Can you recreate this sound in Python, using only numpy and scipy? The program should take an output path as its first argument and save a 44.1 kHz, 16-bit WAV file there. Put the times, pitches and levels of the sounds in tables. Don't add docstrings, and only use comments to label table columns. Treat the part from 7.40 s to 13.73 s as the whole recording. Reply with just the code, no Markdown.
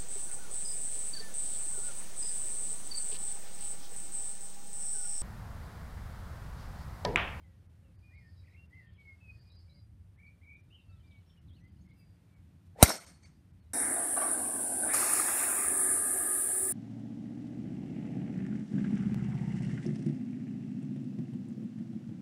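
import sys
import numpy as np
from scipy import signal
from scipy.fft import rfft, irfft, next_fast_len
from scipy.io import wavfile
from scipy.ndimage import uniform_filter1d

SR = 44100
rng = np.random.default_rng(int(sys.argv[2]) if len(sys.argv) > 2 else 0)


def int16_out(signal):
    q = np.round(np.clip(np.atleast_2d(signal).T, -1, 1) * 32767)
    wavfile.write(sys.argv[1], SR, q.astype(np.int16))


def elevation(decibels):
    levels = np.asarray(decibels, float)
    return 10 ** (levels / 20)


N = 279329
T = np.arange(N) / SR

# t/s, level/dB, tyre drone against deep rumble/dB
ROAD = [(0.0, -63, -7.5), (.45, -52.5, -15.5), (.75, -56.5, -12.5), (1.3, -61.5, -7.5), (1.7, -58.5, -12),
        (2.3, -57.5, -9.5), (2.8, -59, -10), (3.4, -61.5, -5.5), (4.0, -58.5, -9.5), (4.4, -58.5, -2),
        (4.8, -62.5, -4.5), (5.3, -61, -4.5), (5.7, -61, -1.5), (6.33, -59.5, -9)]
# f/Hz, level per Hz/dB
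AIR_TONE = [(12, -57), (20, -25), (69, -8.5), (86, -1.5), (139, -14.5), (174, -10.5), (224, -21),
            (351, -27.5), (382, -32.5), (535, -35), (1020, -40.5), (2010, -42.5), (2970, -46.5),
            (9000, -56), (14400, -57), (16500, -70)]
AIR_DB = -79
DUCK_DB, DUCK_DELAY_S, DUCK_RELEASE_S = -9.5, .05, .23

# t/s, length/s, from f/Hz, to f/Hz, peak level/dB
FADING_CALLS = [
    (0.008, 0.19, 2240, 1790, -79),
    (1.163, 0.094, 2710, 2764, -66.5),
    (0.432, 0.1, 2900, 2510, -82),
    (2.15, 0.077, 4840, 4800, -68),
    (3.86, .145, 5490, 5420, -80.5),
    (4.56, 0.21, 4950, 4700, -79),
]
# t/s, length/s, from f/Hz, to f/Hz, peak level/dB
WHISTLES = [
    (1.575, 0.18, 2260, 2140, -59),
    (1.801, 0.14, 2620, 2480, -60.5),
    (4.2, 0.091, 1950, 2080, -70),
    (0.947, 0.092, 3930, 3880, -77),
    (4.86, 0.18, 2380, 2190, -82),
    (3.625, 0.19, 2380, 2230, -70.5),
]
# t/s, length/s, from f/Hz, to f/Hz, peak level/dB
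HELD_WHISTLES = [
    (.62, .24, 2450, 2400, -72.5),
    (2.338, .09, 4830, 4800, -70),
    (4.555, .11, 2720, 2600, -81),
    (3.44, .14, 2740, 2600, -79.5),
    (5.925, .07, 4800, 4800, -86),
    (1.395, .05, 2070, 2050, -73),
    (.8, .04, 2170, 2150, -79),
]
# t/s, length/s, from f/Hz, top f/Hz, peak level/dB
ARCHES = [
    (.7, .225, 1780, 2215, -67),
    (1.297, .225, 1890, 2085, -64.5),
]
# t/s, length/s, from f/Hz, top f/Hz, peak level/dB
BUZZED_ARCHES = [
    (3.297, .155, 2600, 3030, -64),
]
ARCH_TAIL_HZ, BUZZ_TAIL_HZ, HUMP_SHARE, SAG_DB = 1820, 2740, .63, -8.5
# t/s, length/s, from f/Hz, to f/Hz, peak level/dB
TRILLS = [
    (2.774, .16, 2230, 2350, -65),
    (3.01, .195, 2250, 2370, -61),
    (4.44, .115, 2130, 2200, -76),
]
# middle t/s, lowest f/Hz, level/dB
WARBLE = [
    (1.048, 1950, -78),
    (1.085, 1870, -76.5),
    (1.12, 1910, -77),
    (1.152, 2070, -72.5),
]
WARBLE_TOP_HZ, WARBLE_DIP_S, WARBLE_EDGE_DB = 2700, .032, -7
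# t/s, length/s, from f/Hz, to f/Hz, level/dB
SLIDES = [(1.332, 0.022, 3200, 3000, -83), (1.345, 0.091, 2700, 2710, -84), (1.6, .05, 3200, 2940, -86),
          (1.952, 0.071, 1900, 1730, -89), (2.029, 0.091, 2430, 2466, -84), (2.277, 0.12, 2335, 2100, -85),
          (2.376, 0.043, 4000, 4100, -85), (1.468, 0.035, 3210, 3140, -78), (1.545, 0.031, 3400, 2990, -78),
          (2.099, 0.067, 3890, 4060, -78.5), (2.292, 0.045, 3900, 4110, -75.5),
          (2.863, 0.026, 4440, 4440, -83),
          (3.49, .025, 4400, 4640, -85), (3.522, 0.021, 3830, 3680, -83), (3.488, 0.11, 1354, 1300, -83.5),
          (3.658, 0.03, 4300, 5100, -89), (3.709, 0.019, 3950, 2840, -76.5), (3.74, 0.052, 2950, 4300, -89),
          (3.894, 0.017, 3900, 2930, -71.5), (3.923, 0.018, 3040, 3200, -75),
          (3.97, 0.027, 2950, 2850, -75.5), (4.08, 0.023, 4070, 2890, -76),
          (4.116, 0.058, 3090, 4610, -79.5), (4.164, 0.017, 2900, 3020, -77.5),
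          (4.174, .02, 2900, 2500, -81), (4.199, .04, 5750, 6300, -90.5), (4.41, 0.019, 6300, 6930, -81),
          (4.494, 0.034, 3200, 4260, -86), (6.203, 0.029, 4400, 4250, -86.5),
          (6.256, 0.03, 3900, 3900, -88)]
# t/s, length/s, from f/Hz, to f/Hz, level/dB
COOS = [
    (0.049, 0.12, 556, 515, -85),
    (0.424, 0.091, 559, 518, -80.5),
    (2.253, 0.15, 546, 582, -84),
    (3.492, 0.086, 586, 550, -87),
]
# t/s, length/s, from f/Hz, to f/Hz, level/dB
TWITTER = [(3.282, .03, 3710, 3670, -84), (3.398, 0.028, 3950, 3570, -86), (3.56, .02, 3550, 3400, -87),
           (3.594, 0.028, 3150, 3000, -82), (3.636, 0.024, 3520, 3800, -87),
           (3.797, 0.022, 2950, 3000, -85), (3.955, .022, 2050, 2850, -84), (4.104, 0.027, 3300, 3200, -78),
           (4.182, 0.024, 4200, 4150, -88), (4.248, 0.039, 4700, 4750, -91),
           (4.294, 0.037, 4700, 4850, -93), (4.241, 0.078, 3160, 3200, -90), (4.36, .02, 2910, 2940, -85),
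           (4.386, 0.034, 4300, 4430, -91), (4.6, 0.044, 2300, 2240, -82.5),
           (3.038, 0.019, 3900, 3870, -92), (3.152, 0.021, 3780, 3670, -86.5),
           (3.185, .02, 5600, 5900, -94)]
# t/s, length/s, from f/Hz, to f/Hz, level/dB
SYLLABLES = [(.56, 0.096, 4750, 4650, -94), (.74, 0.1, 4550, 4450, -90), (.78, .06, 5050, 5150, -89),
             (.86, 0.055, 5200, 5100, -84), (.88, 0.078, 4650, 4800, -89), (.96, 0.061, 5150, 5050, -85),
             (.975, 0.056, 4800, 4630, -81), (1.08, 0.063, 5150, 5200, -92), (1.1, 0.038, 3900, 3980, -88),
             (.755, .025, 3900, 3830, -85), (1.93, 0.043, 4600, 4700, -89), (1.985, .04, 4600, 4620, -79.5),
             (2.005, 0.039, 4850, 4790, -82), (2.06, 0.055, 4900, 4790, -83), (2.125, .03, 5000, 5070, -79),
             (2.18, 0.049, 5000, 5050, -82), (2.185, 0.044, 4450, 4580, -80), (2.26, .045, 5050, 5000, -88),
             (0.005, .04, 3150, 3150, -91), (2.76, 0.062, 1745, 1800, -84)]
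# peak as share of length, start level/dB, end level/dB, opening scoop as share of pitch
SWELL, FADE, HOLD = (.72, -10, -20, 0), (.2, -5, -15, .01), (.62, -7, -9, .1)
LEVEL = (.5, -6, -7, .05)
SCOOP_S = .016
# middle t/s, length/s, level/dB
FLOCK = [
    (.75, 0.56, -91),
    (0.99, 0.35, -86.5),
    (1.55, 0.98, -92),
    (2.053, 0.41, -82),
    (2.203, 0.23, -82.5),
    (2.364, 0.16, -83.5),
    (3.6, 0.8, -99),
    (4.156, 0.36, -100),
    (4.45, 0.44, -94),
]

# t/s, length/s, f/Hz, width/Hz,
# level/dB
RUSTLES = [
    (4.553, .09, 11800, 7400, -83),
    (4.585, .025, 11800, 7400, -84),
    (5.245, .048, 7000, 11000, -84),
    (5.412, .024, 8220, 700, -43),
    (5.4217, .003, 12500, 6000, -45),
    (5.354, .026, 650, 350, -59),
    (5.382, .018, 620, 300, -53),
    (5.398, .018, 1000, 300, -48),
    (1.3, 0.48, 3400, 2600, -83.5),
    (3.3, 0.95, 3200, 2200, -88),
]
# f/Hz, level per Hz/dB
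SWISH_TONE = [(120, -36), (200, -10), (722, -1.5), (1000, 0.5), (1210, -16), (2170, -11.5), (2910, -20),
              (7680, -24.5), (8270, -22), (16000, -38)]
DOWNSWING_S, SWISH_LOW_DB, SWISH_LOW_POWER, SWISH_HIGH_DB, SWISH_HIGH_POWER = .14, -36, 6.6, -40.5, 9.2
SWISH_PITCH_REST, SWISH_PITCH_GAIN = .45, .65

STRIKE_S = 5.4266
# f/Hz, level/dB, t60/s
HEAD_MODES = [(604, -3.5, 0.021), (727, -3, 0.02), (1321, -7, 0.013), (2100, -21.5, 0.051),
              (2347, -22.5, 0.035), (3900, -3.5, .013), (4700, -24.5, 0.03), (5750, -12.5, 0.02),
              (6200, -7.5, 0.017), (7600, -22, 0.02), (8310, -14, 0.029), (8880, -10, 0.032),
              (9400, -8.5, 0.023), (10360, -7.5, 0.017), (10700, -7.5, 0.013), (11370, -8, 0.015),
              (12100, -14, 0.0088), (13200, -10, 0.018), (390, -13, 0.014), (1700, -12, 0.012)]
# delay/s, level below 2 kHz/dB, level above/dB
ECHOES = [
    (.0077, -24, -14),
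    (.0270, -33, -30.5),
    (.037, -38, -30),
    (.0520, -36.5, -24.5),
    (0.0573, -37, -27),
    (0.0661, -29, -22.5),
    (.0768, -26, -30),
    (.083, -34, -35),
    (.0920, -38, -36),
    (.128, -37.5, -40),
]
ECHO_T60_S = .042
# delay/s, length/s, f/Hz, width/Hz, level/dB
FLUTTERS = [(.025, .018, 2200, 400, -35), (.054, .012, 1450, 700, -35), (.073, .012, 1400, 600, -33),
            (.074, .009, 850, 400, -33), (.008, .01, 8800, 500, -25), (.063, .014, 5400, 700, -39),
            (.064, .014, 9000, 1600, -39), (.082, .026, 5400, 450, -39), (.1, .05, 5500, 900, -49),
            (.4, .022, 2150, 500, -69), (.416, .025, 2250, 400, -66), (.404, .045, 4500, 400, -67),
            (.4, .03, 6250, 500, -72)]
# f/Hz, level per Hz/dB
SCATTER_TONE = [(59, -57), (100, -24.5), (126, -10), (185, 0), (389, -6.5), (513, -6), (1200, -6),
                (1310, -3), (2800, -14), (5420, -11), (7290, -10.5), (8830, -6.5), (16000, -33)]
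# f/Hz, width/Hz, level/dB, gain per second/dB
LINGER = [(664.5, 280, -9.5, -16), (2175, 420, -14, 2), (4400, 300, -15.5, 8), (5550, 410, -8.5, -22.5),
          (6300, 880, -17, 6.5), (8800, 720, -11.5, -9), (12000, 1500, -10.5, -38.5)]
# delay/s, level/dB, 60 dB swell/s, t60/s
RETURNS = [
    (.0014, -15, .001, .044),
    (.02, -39.5, .03, .3),
    (.073, -39, .3, .3),
    (.26, -61.5, .7, .38),
    (.412, -65, .06, .3),
]

# t/s, length/s, above f/Hz, level/dB
THIN_MOMENTS = [(0.282, 0.033, 2500, -3.5), (0.575, 0.032, 2540, -7), (0.768, 0.028, 5260, -6),
                (1.282, 0.035, 3000, -5), (1.495, 0.087, 4030, -6), (1.569, 0.059, 3540, -8),
                (2.004, 0.021, 5330, -3), (2.177, 0.027, 5400, -11), (2.105, .025, 5400, -5),
                (2.14, .02, 5400, -5), (2.775, .028, 4200, -6), (3.157, 0.024, 4500, -6),
                (3.225, 0.027, 5500, -5), (4.0, 0.032, 3500, -4), (4.12, .025, 4480, -3),
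                (4.228, .022, 3500, -5), (4.266, .022, 5000, -4), (4.31, .022, 5000, -3),
                (4.478, 0.021, 3020, -4), (4.523, .025, 5500, -3), (4.954, 0.022, 3000, -3),
                (5.592, .018, 1300, -3), (5.657, .017, 1300, -5), (5.68, .44, 14100, -20),
                (5.74, .27, 13500, -14), (5.846, .02, 900, -5), (6.125, .022, 2500, -3),
                (6.215, .03, 3000, -3)]
STRONG_LINE = 1.95


def track(rows, column, outside):
    rows = np.array(rows, float)
    return np.interp(T, rows[:, 0], rows[:, column], outside, outside)


def tinted(tone, lo_hz, hi_hz, count=N):
    size = next_fast_len(count, True)
    hz = np.fft.rfftfreq(size, 1 / SR) + 1
    rows = np.array(tone, float)
    gain = elevation(np.interp(np.log(hz), np.log(rows[:, 0]), rows[:, 1])) * (hz >= lo_hz) * (hz < hi_hz)
    real, imaginary = rng.standard_normal((2, len(hz)))
    x = irfft(gain * (real + 1j * imaginary), size)[:count]
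    return x / np.std(x)


def flat_band(hz, width, count):
    return tinted([(20, 0), (20000, 0)], hz - width / 2, hz + width / 2, count)


def walk(rate, count=N):
    k = int(SR / rate)
    held = np.repeat(rng.standard_normal(2000)[:count // k + 1], k)
    return 1.3 * uniform_filter1d(uniform_filter1d(held, k), k)[:count]


def above(x, hz):
    return signal.sosfiltfilt(signal.cheby1(6, .1, hz, "high", fs=SR, output="sos"), x)


def add(out, s, x):
    i = int(s * SR)
    out[i:i + len(x)] += x[:N - i]


def ambience():
    road_db = track(ROAD, 1, -58)
    late = T - STRIKE_S - DUCK_DELAY_S
    duck_db = DUCK_DB * np.exp(-np.abs(late) / DUCK_RELEASE_S) * (late > 0)
    deep = above(tinted(AIR_TONE, 20, 130), 46) * elevation(road_db + duck_db + 2.0 * walk(11))
    drone = tinted(AIR_TONE, 130, 350) * elevation(road_db + track(ROAD, 2, -12.0) + 2.0 * walk(13))
    insects = tinted([(8300, -10.0), (9000, 2.0), (9300, -8.0)], 7600, 12000) * elevation(-93)
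    air = tinted(AIR_TONE, 350, 16500) * elevation(AIR_DB + 0.84 * walk(3))
    return deep + drone + insects + air


def note(out, rows, edge_s, wobble_hz, wobble_rate, flutter_db, uneven=.25):
    rows = np.array(rows, float)
    t = np.arange(rows[0, 0], rows[-1, 0], 1 / SR)
    beat = 2 * np.pi * np.cumsum(wobble_rate * (1 + uneven * walk(30, len(t)))) / SR
    hz = np.interp(t, rows[:, 0], rows[:, 1]) + wobble_hz * np.sin(beat)
    edge = np.clip(np.minimum(t - t[0], t[-1] - t) / edge_s, 0, 1)
    flutter = walk(63.8, len(t)) + 0.98 * walk(260, len(t))
    db = np.interp(t, rows[:, 0], rows[:, 2]) + flutter_db * flutter
    add(out, t[0], np.sqrt(2) * elevation(db) * edge * np.sin(2 * np.pi * np.cumsum(hz) / SR))


def shaped(rows, shape):
    s, length, hz0, hz1, db = rows
    at, start_db, end_db, scoop = shape
    peak_hz = hz0 + np.sqrt(at) * (hz1 - hz0)
    return [(s, hz0 * (1 - scoop), db + start_db - 4), (s + SCOOP_S, hz0, db + start_db),
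            (s + at * length, peak_hz, db), (s + length, hz1, db + end_db)]


def arched(rows, tail_hz, tail_db=-9.5):
    s, length, hz, top_hz, db = rows
    u = np.linspace(0, 1, 15)
    hump = np.sin(np.pi * u) ** 1.5
    pitch = hz + (tail_hz - hz) * u + (top_hz - (hz + tail_hz) / 2) * hump
    level = db + SAG_DB * (1 - hump) - 5 * (1 - u) ** 4
    rise = np.c_[s + HUMP_SHARE * length * u, pitch, level]
    tail = [(s + 0.8 * length, tail_hz, db + tail_db), (s + length, .99 * tail_hz, db + tail_db - 8)]
    return np.r_[rise, tail]


def warble_dip(s, low_hz, db):
    u = np.linspace(-1, 1, 9)
    hz = low_hz + (WARBLE_TOP_HZ - low_hz) * np.abs(u) ** 1.5
    return np.c_[s + u * WARBLE_DIP_S / 2, hz, db + WARBLE_EDGE_DB * u ** 2]


def through_leaves(song):
    t = T[:SR // 2]
    leaves = rng.standard_normal(len(t)) * elevation(-60 * t / 0.3) * (t > .006) * (1 + 2.0 * np.exp(-t / 0.014))
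    return song + elevation(-6.5) * signal.fftconvolve(song, leaves / np.linalg.norm(leaves))[:N]


def birds():
    song = flock()
    for rows in WHISTLES:
        note(song, shaped(rows, SWELL), 0.007, 11, 56.6, 1.4)
    for rows in FADING_CALLS:
        note(song, shaped(rows, FADE), 0.006, 9.9, 55, 1.36)
    for rows in HELD_WHISTLES:
        note(song, shaped(rows, LEVEL), 0.011, 12, 40, 1.3)
    for rows in ARCHES:
        note(song, arched(rows, ARCH_TAIL_HZ), 0.01, 30, 70, 2.0)
    for rows in BUZZED_ARCHES:
        note(song, arched(rows, BUZZ_TAIL_HZ, tail_db=-18), 0.01, 115, 95, 2.0)
    for rows in TRILLS:
        note(song, shaped(rows, HOLD), 0.011, -80, 29, 2.0, uneven=.08)
    for s, low_hz, db in WARBLE:
        note(song, warble_dip(s, low_hz, db), 0.0018, 40, 150, 3.3)
    for s, length, hz0, hz1, db in SLIDES + COOS + TWITTER + SYLLABLES:
        note(song, [(s, hz0, db), (s + length, hz1, db)], 0.004, 70 * hz0 / 3500, 130, 2.0)
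    return through_leaves(song)


def flock():
    out, t = np.zeros(N), T[:int(.016 * SR)]
    for when, pitch, slide, size in rng.random((7000, 4)):
        hz = 4150 + 620 * (pitch + slide) + 9000 * (slide - .5) * t
        add(out, 6.1 * when, size * np.hanning(len(t)) * np.sin(2 * np.pi * hz * t))
    busy = sum(elevation(db) * np.clip(1 - (2 * (T - s) / length) ** 2, 0, 1) for s, length, db in FLOCK)
    return out / np.std(out) * busy


def rustles():
    out = np.zeros(N)
    for s, length, hz, width, db in RUSTLES:
        count = int(length * SR)
        hiss = flat_band(hz, width, 2 * SR)[:count] * elevation(db + 2.2 * walk(100, count))
        add(out, s, hiss * np.hanning(count))
    return out


def swish():
    start = N - 2 * SR
    low = np.pad(tinted(SWISH_TONE, 170, 2200, 2 * SR), (start, 0))
    high = np.pad(tinted(SWISH_TONE, 1900, 16000, 2 * SR), (start, 0))
    speed = np.clip(1 + (T - STRIKE_S) / DOWNSWING_S, 0, 1) * (T < STRIKE_S)
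    pace = SWISH_PITCH_REST + SWISH_PITCH_GAIN * speed
    low = np.interp(N - np.cumsum(pace[::-1])[::-1], np.arange(N), low)
    low = low * elevation(SWISH_LOW_DB) * speed ** SWISH_LOW_POWER
    return low + high * elevation(SWISH_HIGH_DB) * speed ** SWISH_HIGH_POWER


def strike():
    out, blow = scatter(), crack()
    add(out, STRIKE_S, blow)
    add(out, STRIKE_S + 0.0017, -elevation(-3.0) * np.hanning(int(0.0044 * SR)))
    add_echoes(out, blow)
    add_flutters(out)
    return out


def crack():
    t = T[:SR // 8]
    phase = 2 * np.pi * rng.random(len(HEAD_MODES))
    phase[:2] = np.pi / 2 - 2 * np.pi * np.array(HEAD_MODES)[:2, 0] * .0013
    rings = np.zeros(len(t))
    for (hz, db, t60), p in zip(HEAD_MODES, phase):
        rings += elevation(db - 60 * t / t60) * np.sin(2 * np.pi * hz * t + p)
    grit = np.convolve(rng.standard_normal(len(t) + 1), [1, 0, -1])[:len(t)]
    grit = grit * (elevation(-17.5 - 60 * t / 0.058) + elevation(-3.5 - 60 * t / 0.0018))
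    rise = 1 - np.exp(-t / 0.00052)
    return rise * (rings + grit)


def scatter():
    late, out = np.clip(T[-SR:] - STRIKE_S, 0, 1), 0
    tone = np.array(SCATTER_TONE)
    far_trees = late > .39
    for hz in 100 * 2 ** np.arange(0, 7.3, .5):
        band = tinted(tone, hz, hz * np.sqrt(2), SR)
        share = np.interp(np.log(hz * 1.19), np.log(tone[:, 0]), tone[:, 1]) + 10 * np.log10(hz / 3000)
        loss = 18 * (hz / 10000) ** 2 + 12 * (hz < 1500)
        level = share + 1.8 * walk(150, SR) - loss * late - 7 * (hz > 9000) * far_trees
        out = out + band * elevation(level)
    for hz, width, db, gain_db in LINGER:
        ring = tinted([(hz - width, -15), (hz, 0), (hz + width, -15)], hz - width, hz + width, SR)
        level = db + gain_db * late - 7.5 * (hz > 9000) * far_trees + 2.6 * walk(50, SR) + 2.0
        out = out + ring * elevation(level) * np.clip(late / 0.051, 0, 1)
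    clouds = 0
    for delay, db, swell, t60 in RETURNS:
        clouds = clouds + elevation(db - 60 * np.maximum((delay - late) / swell, (late - delay) / t60))
    return np.pad(out * clouds * (late > RETURNS[0][0]), (N - SR, 0))


def add_echoes(out, blow):
    bright = signal.sosfilt(signal.butter(2, 2000, "high", fs=SR, output="sos"), blow)
    for delay, low_db, high_db in ECHOES:
        far = delay > .01
        short = elevation(-60 * T[:len(blow)] / ECHO_T60_S * far)
        treble = bright - far * 0.32 * above(bright, 10000)
        add(out, STRIKE_S + delay, short * (elevation(low_db) * (blow - bright) + elevation(high_db) * treble))


def add_flutters(out):
    for delay, length, hz, width, db in FLUTTERS:
        count = int(length * SR)
        add(out, STRIKE_S + delay, flat_band(hz, width, SR // 4)[:count] * elevation(db) * np.hanning(count))


def scene():
    w = 2 * np.pi * 66
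    bass_cut = signal.bilinear([1, 0, 0], [1, w / 1.25, w * w], SR)
    blow = signal.lfilter(*bass_cut, strike())
    return (blow + (swish() + rustles()) + birds() + ambience())[None]


def thin_treble(x):
    for s, length, hz, db in THIN_MOMENTS:
        part = slice(int((s - length) * SR), int((s + length) * SR))
        dip = np.clip(3 - 6 * np.abs(T[part] - s) / length, 0, 1)
        bins = rfft(dip * above(x[part], hz))
        size = np.abs(bins)
        weak = (size < STRONG_LINE * uniform_filter1d(size, size=41)) | (length > .1)
        x[part] -= (1 - elevation(db - 6)) * irfft(bins * weak, len(dip))
    return x


def top_cut(x):
    return signal.sosfilt(signal.butter(12, 16820, fs=SR, output="sos"), x)


def record(dry):
    x = .92 * np.tanh(1.3 * dry[0])
    x = x - above(x, 15900)
    mix = thin_treble(x)[None]
    return top_cut(mix)


dry = scene()
out = record(dry)
int16_out(out)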